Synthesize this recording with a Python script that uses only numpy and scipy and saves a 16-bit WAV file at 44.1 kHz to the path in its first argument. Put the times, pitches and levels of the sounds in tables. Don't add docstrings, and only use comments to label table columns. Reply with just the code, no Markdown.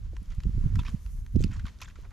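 import sys
import numpy as np
from scipy import signal
from scipy.fft import rfft, irfft, next_fast_len
from scipy.io import wavfile
from scipy.ndimage import map_coordinates

SR = 44100
rng = np.random.default_rng(int(sys.argv[2]) if len(sys.argv) > 2 else 0)


def volts(x):
    e = np.asarray(x, float) / 20
    return 10 ** e


def unload_audio(sound):
    columns = np.transpose(np.atleast_2d(sound))
    steps = np.round(np.clip(columns, -1, 1) * 32767)
    wavfile.write(sys.argv[1], SR, steps.astype(np.int16))


N = 93712

# t/s, peak level/dB, ring f/kHz, length/s
SNAPS = [(0.1659, -37.5, 1.04, 0.0017), (0.229, -54, 10.5, 0.0022), (0.257, -48.5, 4.5, 0.0011),
         (0.3215, -46, 1.16, 0.0023), (0.349, -46, 8.7, 0.00055), (0.4024, -39, 2, 0.0024),
         (.4035, -49, 4.5, 0.0019), (0.4346, -39.5, 1.8, 0.0027), (0.7548, -31.5, 1.2, 0.003),
         (.7553, -40, 4.1, 0.0011), (0.7904, -35, 1.3, 0.006), (.791, -43.5, 7.6, 0.0035),
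         (0.796, -38.5, 3.3, 0.008), (0.8325, -41, 1.4, 0.0032), (0.851, -39.5, 2.1, 0.004),
         (0.864, -35, 2.57, 0.004), (0.875, -40.5, 3.56, 0.0028), (0.881, -34, 1.07, 0.0037),
         (0.891, -45, 9.3, 0.0044), (0.9, -43.5, 7.4, 0.0018), (1.062, -42.5, 1.24, 0.0014),
         (1.2634, -39, 1.7, 0.0011),
         (1.3597, -40, 2.3, 0.0013), (1.394, -47, 7.9, 0.0011), (1.402, -42.5, 7, 0.00091),
              (1.4078, -38.5, 7.5, 0.0013), (1.4164, -34, 7.4, 0.00089), (1.4253, -34.5, 7.5, 0.001),
              (1.4358, -35, 5.1, 0.002), (1.4391, -26.5, 2.57, 0.0018), (1.4392, -30.5, 4.8, 0.0017),
              (1.444, -54, 12, 0.001), (1.515, -42, 0.58, 0.0024), (1.531, -40.5, 1.4, 0.0038),
              (1.534, -43.5, 7.7, 0.014), (1.565, -44.5, 1, 0.00294), (1.566, -48, 5.6, .002),
              (1.58, -49, 1.7, 0.0027), (1.5951, -36, 1.46, 0.0036), (1.6, -53, 4.3, 0.0018),
              (1.652, -38.5, 1.24, 0.0082), (1.6659, -35, 3.2, 0.0012), (1.668, -38.5, 1.08, 0.0069),
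              (1.68, -40.5, 0.85, 0.0033), (1.787, -46, 5.3, 0.0012), (1.804, -47, 1.5, 0.0044),
              (1.806, -41, 6.5, .002), (1.8153, -33, 2.6, 0.0017), (1.8156, -34.5, 10.8, 0.00086),
              (1.8165, -35.5, 5.7, 0.0035), (1.817, -33, 1.13, 0.0046), (1.823, -31, 2.42, 0.0044),
              (1.8232, -48, 6.5, 0.0032), (1.831, -37, 6.2, 0.003), (1.845, -42.5, 7.3, 0.0051),
              (1.8793, -40, 1.57, 0.0074), (1.885, -46.5, 6.3, .002), (1.899, -46, 2.75, 0.0039),
              (1.911, -48.5, 1.3, 0.0033), (1.9554, -43, 1.32, 0.0073), (2, -63, 4, 0.00092),
              (2.015, -52, 11, 0.00091), (2.023, -51.5, 6.2, 0.0018), (2.046, -52.5, 1.42, 0.011),
              (2.107, -47, 1.35, 0.0013)]
SNAP_RISE_S, SNAP_FALL_SHAPE, FIRST_BREAK = 0.00077, 1.09, 0.6
TREBLE_TILT_DB, BASS_THIN_DB = -3, 3
DULL_DB_PER_MS = -0.47
RING_MAX_DB, RING_DB_PER_CYCLE, RING_WIDTH_OCT = 14.5, 1, 0.28
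# t/s, length/s, level/dB, grain f/kHz
CRUMBLES = [(0.302, 0.035, -58.5, 3.6), (0.616, 0.2, -66, 1.14), (0.809, 0.016, -57.5, 2),
            (0.847, .052, -50, 2.96), (1.39, 0.094, -59.5, 4.6), (1.511, 0.062, -54, 2.5),
            (1.591, 0.033, -61, 1.78), (1.652, 0.048, -53.5, 3.14), (1.801, 0.012, -56.5, 1.8),
            (1.818, 0.043, -52, 2.82), (1.875, 0.018, -60, 3.08), (1.894, .018, -61, 2.8),
            (1.958, 0.07, -69.5, 2.4), (2.031, 0.038, -59.5, 0.56), (2.113, 0.034, -55, 0.98)]
GRAIN_SPREAD, GRAIN_CYCLES, GRAIN_SCATTER_DB = 0.573, 3.8, 6.5
# f/Hz, level/dB, t60/s
BLADE_MODES = [
    (979, 1.5, 0.052),
    (2605, -0.5, 0.037),
    (3507, -3, 0.043),
    (10200, -11, 0.014),
]
BLADE_KNOCK_S, BLADE_DB, BLADE_RISE_S = .7905, -34.5, 0.0011
# f/Hz, level/dB
SNOW_MIC = [(300, -11), (750, -9.5), (980, 1), (2500, 0), (7000, 2), (8200, -9), (12500, -10),
            (15600, -33.5)]
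# f/Hz, level/dB
SNOW_LEFT = [(3000, -3.5), (6000, -5), (12000, 0.5)]
SNOW_RIGHT = [(3000, -1.5), (6000, -5.5), (12000, -7.5)]
# t/s, peak level/dB, sharp edge level/dB, left-right level/dB, edge f/Hz
THUMPS = [(0.134, -46.5, 4.5, 0.5, 505), (.141, -39.5, -1, 0.5, 304), (0.221, -35.5, -13, -18, 199),
          (0.386, -19.5, -41, -6.5, 150), (.455, -24, -6.5, 13, 286), (0.47, -17.5, -25, -15, 150),
          (0.495, -19.5, -26, -10, 200), (.55, -30, -5, -18, 180), (0.58, -21, -9, -19, 285),
          (0.614, -30.5, -12, -12, 190), (.643, -22, -11, 6, 200), (.662, -15.5, -24, -17, 220),
          (.705, -25.5, -22, -21, 200), (.728, -28, -20, -21, 220), (0.752, -28, -22, -20, 160),
          (0.773, -16.5, -10.5, -15.5, 166), (.794, -21.5, -15, -12, 200), (0.816, -31.5, -6, -9, 250),
          (.89, -31, -5.5, -5.5, 210), (0.945, -17.5, 0, -12.5, 169.5), (1.149, -38, -22, -13, 200),
          (1.19, -39, -15, -13, 160), (1.358, -14, -14.5, -12, 480), (1.367, -17.5, 0.5, -27.5, 256),
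          (1.392, -26, -17, -12, 160), (1.407, -30.5, 4.5, -16.5, 394), (1.42, -25, -10, -19, 194),
          (1.431, -32, 0, -10, 210), (1.446, -18.5, -4.5, -16.5, 274), (1.467, -26.5, -10, -14, 240),
          (1.501, -23.5, -9, -12, 209), (1.522, -34, -6, -11, 188), (1.565, -30.5, -20, -13, 200),
          (1.647, -26.5, -21, -14, 230), (1.989, -61.5, 16, -1, 424), (2.044, -54, -4, -5, 333)]
# f/Hz, level/dB
PUSH_COLOUR = [(15, 4), (45, 8), (110, 6), (220, -8), (330, -24), (500, -43.5), (900, -120)]
# f/Hz, level/dB
EDGE_COLOUR = [(100, -5), (220, 4.5), (330, -2), (480, -17), (750, -52), (1000, -59), (1500, -120)]
EDGE_HZ = 300
PUSH_HALF_S, EDGE_HALF_S = 0.0093, 0.0016
# t/s, level/dB
WIND = [(0, -32.5), (.2, -39), (.27, -48), (.3, -36), (.42, -35.5), (.46, -30), (.8, -26.5), (.88, -35),
        (.93, -34.5), (.985, -40), (1.11, -35.5), (1.3, -39.5), (1.36, -25.5), (1.42, -26.5), (1.53, -34),
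        (1.67, -33.5), (1.72, -51.5), (1.87, -41)]
# f/Hz, level/dB
DEEP_COLOUR = [(8, -34), (25, 1.5), (50, 1), (90, -8), (140, -27), (250, -77), (400, -120)]
# f/Hz, level/dB
FLAP_COLOUR = [(30, -47.5), (70, 9), (110, 6), (200, -11.5), (300, -29), (450, -34), (900, -120)]
FLAP_DB, FLAP_GROWS, FLAP_LEAN = -14, 1.77, 1.14
LEAN_DB, LEAN_PER_DB = -1.5, -.2
# t/s, level/dB
POWDER = [
    (0, -79.5),
    (.7, -74),
    (.95, -72.5),
    (1.18, -67.5),
    (1.22, -74.5),
    (2.12, -80),
]
# f/Hz, level/dB
POWDER_COLOUR = [(3000, -26), (6000, 10.5), (8000, 3.5), (10500, 7), (13000, 6), (15000, -5), (16000, -120)]
# t/s, level/dB
AIR = [
    (0, -70.5),
    (.5, -66.5),
    (.9, -63),
    (1.05, -68.5),
    (1.3, -72.5),
    (1.5, -65.5),
    (2.12, -69.5),
]
# f/Hz, level/dB
AIR_COLOUR = [(200, 24), (330, 8), (480, 5), (780, -1), (1000, 3.5), (7200, -6), (8200, -14), (13300, -25),
              (15000, -36)]
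AIR_DB = 12
YARD_T60_S, YARD_DB = .05, -16
TOP_HZ = 15750


def unit(x):
    return x / np.sqrt(np.mean(x ** 2) + 1e-20)


def along(points, hz):
    f, v = np.transpose(points)
    return np.interp(np.log(hz + 1), np.log(f + 1), v)


def curves(rows):
    s, *cols = np.transpose(rows)
    return [np.interp(np.arange(N) / SR, s, c) for c in cols]


def wobble(rate):
    knots = rng.standard_normal(int(N * rate / SR) + 4)
    return map_coordinates(knots, [np.arange(N) * rate / SR])


def coloured(x, points):
    n = x.shape[-1]
    m = next_fast_len(n + 8192)
    gain = volts(along(points, np.fft.rfftfreq(m, 1 / SR)))
    return irfft(rfft(x, m) * gain, m)[..., :n]


def causal(x, points):
    log_gain = along(points, np.fft.rfftfreq(4096, 1 / SR)) * np.log(10) / 20
    cep = irfft(log_gain)
    cep = np.r_[cep[:1], 2 * cep[1:2048], np.zeros(2048)]
    return signal.fftconvolve(x, irfft(np.exp(rfft(cep))))[:len(x)]


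def pair(points, apart_db):
    mid, side = coloured(rng.standard_normal((2, N)), points)
    side = volts(apart_db) * side
    return unit(np.array([mid + side, mid - side]))


def panned(pan_db):
    return np.array([volts(pan_db / 2), volts(-pan_db / 2)])


def add(track, s, sound):
    part = track[..., round(s * SR):][..., :sound.shape[-1]]
    part += sound[..., :part.shape[-1]]


def snaps():
    out, t = np.zeros(N), np.arange(2048) / SR
    octaves = np.linspace(-4, 4, 65)
    above, below = np.maximum(octaves, 0), np.minimum(octaves, 0)
    for s, db, khz, length in SNAPS:
        lumps_db = np.repeat(rng.standard_normal(64), 32)
        grit = rng.standard_normal(len(t)) * volts(lumps_db)
        fall = np.exp(-(t / max(length, .001)) ** SNAP_FALL_SHAPE)
        burst = grit * fall * (1 - np.exp(-t / SNAP_RISE_S))
        burst[12] += FIRST_BREAK
        length_ms = length * 1000
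        ring_db = min(RING_DB_PER_CYCLE * khz * length_ms, RING_MAX_DB)
        tilt_db = (TREBLE_TILT_DB + DULL_DB_PER_MS * length_ms) * above + BASS_THIN_DB * below
        colour_db = tilt_db + ring_db * np.exp(-(octaves / RING_WIDTH_OCT) ** 2)
        ring = np.c_[1000 * khz * 2 ** octaves, colour_db]
        burst = causal(causal(burst, ring), SNOW_MIC)
        add(out, s, volts(db) * burst / abs(burst).max())
    return out


def crumbles(count=9000):
    out, t = np.zeros(N), np.arange(160) / SR
    for s, length, db, khz in CRUMBLES:
        u = rng.random((1600, 3))[:int(count * length)]
        g = rng.standard_normal((1600, 2))[:len(u)]
        when = u[:, 0]
        hz = np.clip(1000 * khz * np.exp(GRAIN_SPREAD * g[:, :1]), 300, 15000)
        clump_db = 0.96 * np.sin(2 * np.pi * (when * length * 130 + rng.random()))
        size = volts(GRAIN_SCATTER_DB * g[:, 1] + clump_db - 1.4 * when ** 2.9)[:, None]
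        polarity = np.sign(u[:, 1:2] - .5)
        grains = size * polarity * np.sin(2 * np.pi * hz * t) * np.exp(-t * hz / GRAIN_CYCLES)
        at = (u[:, :1] * length * SR).astype(int) + np.arange(len(t))
        swarm = causal(np.bincount(at.ravel(), grains.ravel()), SNOW_MIC)
        add(out, s, volts(db) * unit(swarm))
    return out


def blade():
    out, t = np.zeros(N), np.arange(4096) / SR
    ring = sum(volts(db - 60 * t / t60) * np.sin(2 * np.pi * hz * t) for hz, db, t60 in BLADE_MODES)
    add(out, BLADE_KNOCK_S, volts(BLADE_DB) * ring * (1 - np.exp(-t / BLADE_RISE_S)))
    return out


def swing(points, half_s):
    t = np.arange(-2048, 2048) / SR
    wake = 0.038 * rng.standard_normal(len(t)) * np.exp(-(t / half_s) ** 2 / 2)
    kick = (t == 0) + wake
    phase = np.exp(2j * np.pi * rng.random())
    x = np.real(signal.hilbert(coloured(kick, points)) * phase)
    x = x * np.exp(-(t / (3 * half_s)) ** 2)
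    return x / abs(x).max()


def thumps():
    out = np.zeros((2, N))
    for s, db, edge_db, pan_db, hz in THUMPS:
        edge_colour = np.array(EDGE_COLOUR) * [hz / EDGE_HZ, 1]
        edge = volts(edge_db) * swing(edge_colour, EDGE_HALF_S * EDGE_HZ / hz)
        push = swing(PUSH_COLOUR, PUSH_HALF_S)
        thump = panned(0.48 * pan_db)[:, None] * push + panned(0.77 * pan_db)[:, None] * edge
        add(out, s - 2048 / SR, volts(db) * thump)
    return out


def wind():
    strength_db, = curves(WIND)
    mean_db = strength_db.mean()
    gust_db = strength_db - mean_db
    pan_db = LEAN_DB + LEAN_PER_DB * gust_db
    deep_db = strength_db - 0.5 + 1.37 * wobble(14.18)
    deep = volts(deep_db) * panned(pan_db) * pair(DEEP_COLOUR, apart_db=-12)
    flap_db = mean_db + FLAP_GROWS * gust_db + FLAP_DB + 5.1 * wobble(30.43)
    return deep + volts(flap_db) * panned(FLAP_LEAN * pan_db) * pair(FLAP_COLOUR, apart_db=-5)


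def air():
    (air_db,), (powder_db,) = curves(AIR), curves(POWDER)
    hush = volts(air_db + AIR_DB + 1.2 * wobble(29.67)) * pair(AIR_COLOUR, apart_db=-9)
    fizz = volts(powder_db + 0.5 + 1.3 * wobble(42.3)) * panned(6.1)[:, None]
    return hush + fizz * pair(POWDER_COLOUR, apart_db=-2.7)


def yard(x):
    t = np.arange(SR // 8) / SR
    tail = rng.standard_normal((2, len(t))) * volts(-60 * t / YARD_T60_S)
    tail = tail / np.linalg.norm(tail[0])
    delayed = np.pad(x, (60, 0))[None]
    return signal.fftconvolve(delayed, tail, axes=1)[:, :N]


def scene():
    snow = snaps() + crumbles() + blade()
    direct = np.array([coloured(snow, SNOW_LEFT), coloured(snow, SNOW_RIGHT)])
    return direct + volts(YARD_DB) * yard(snow) + wind() + thumps() + air()


def low_pass(x):
    return signal.sosfilt(signal.butter(12, 15620, fs=SR, output="sos"), x)


def record(dry):
    mix = coloured(dry, [(TOP_HZ - 20, 0), (TOP_HZ, -120)])
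    return low_pass(mix)


dry = scene()
out = record(dry)
unload_audio(out)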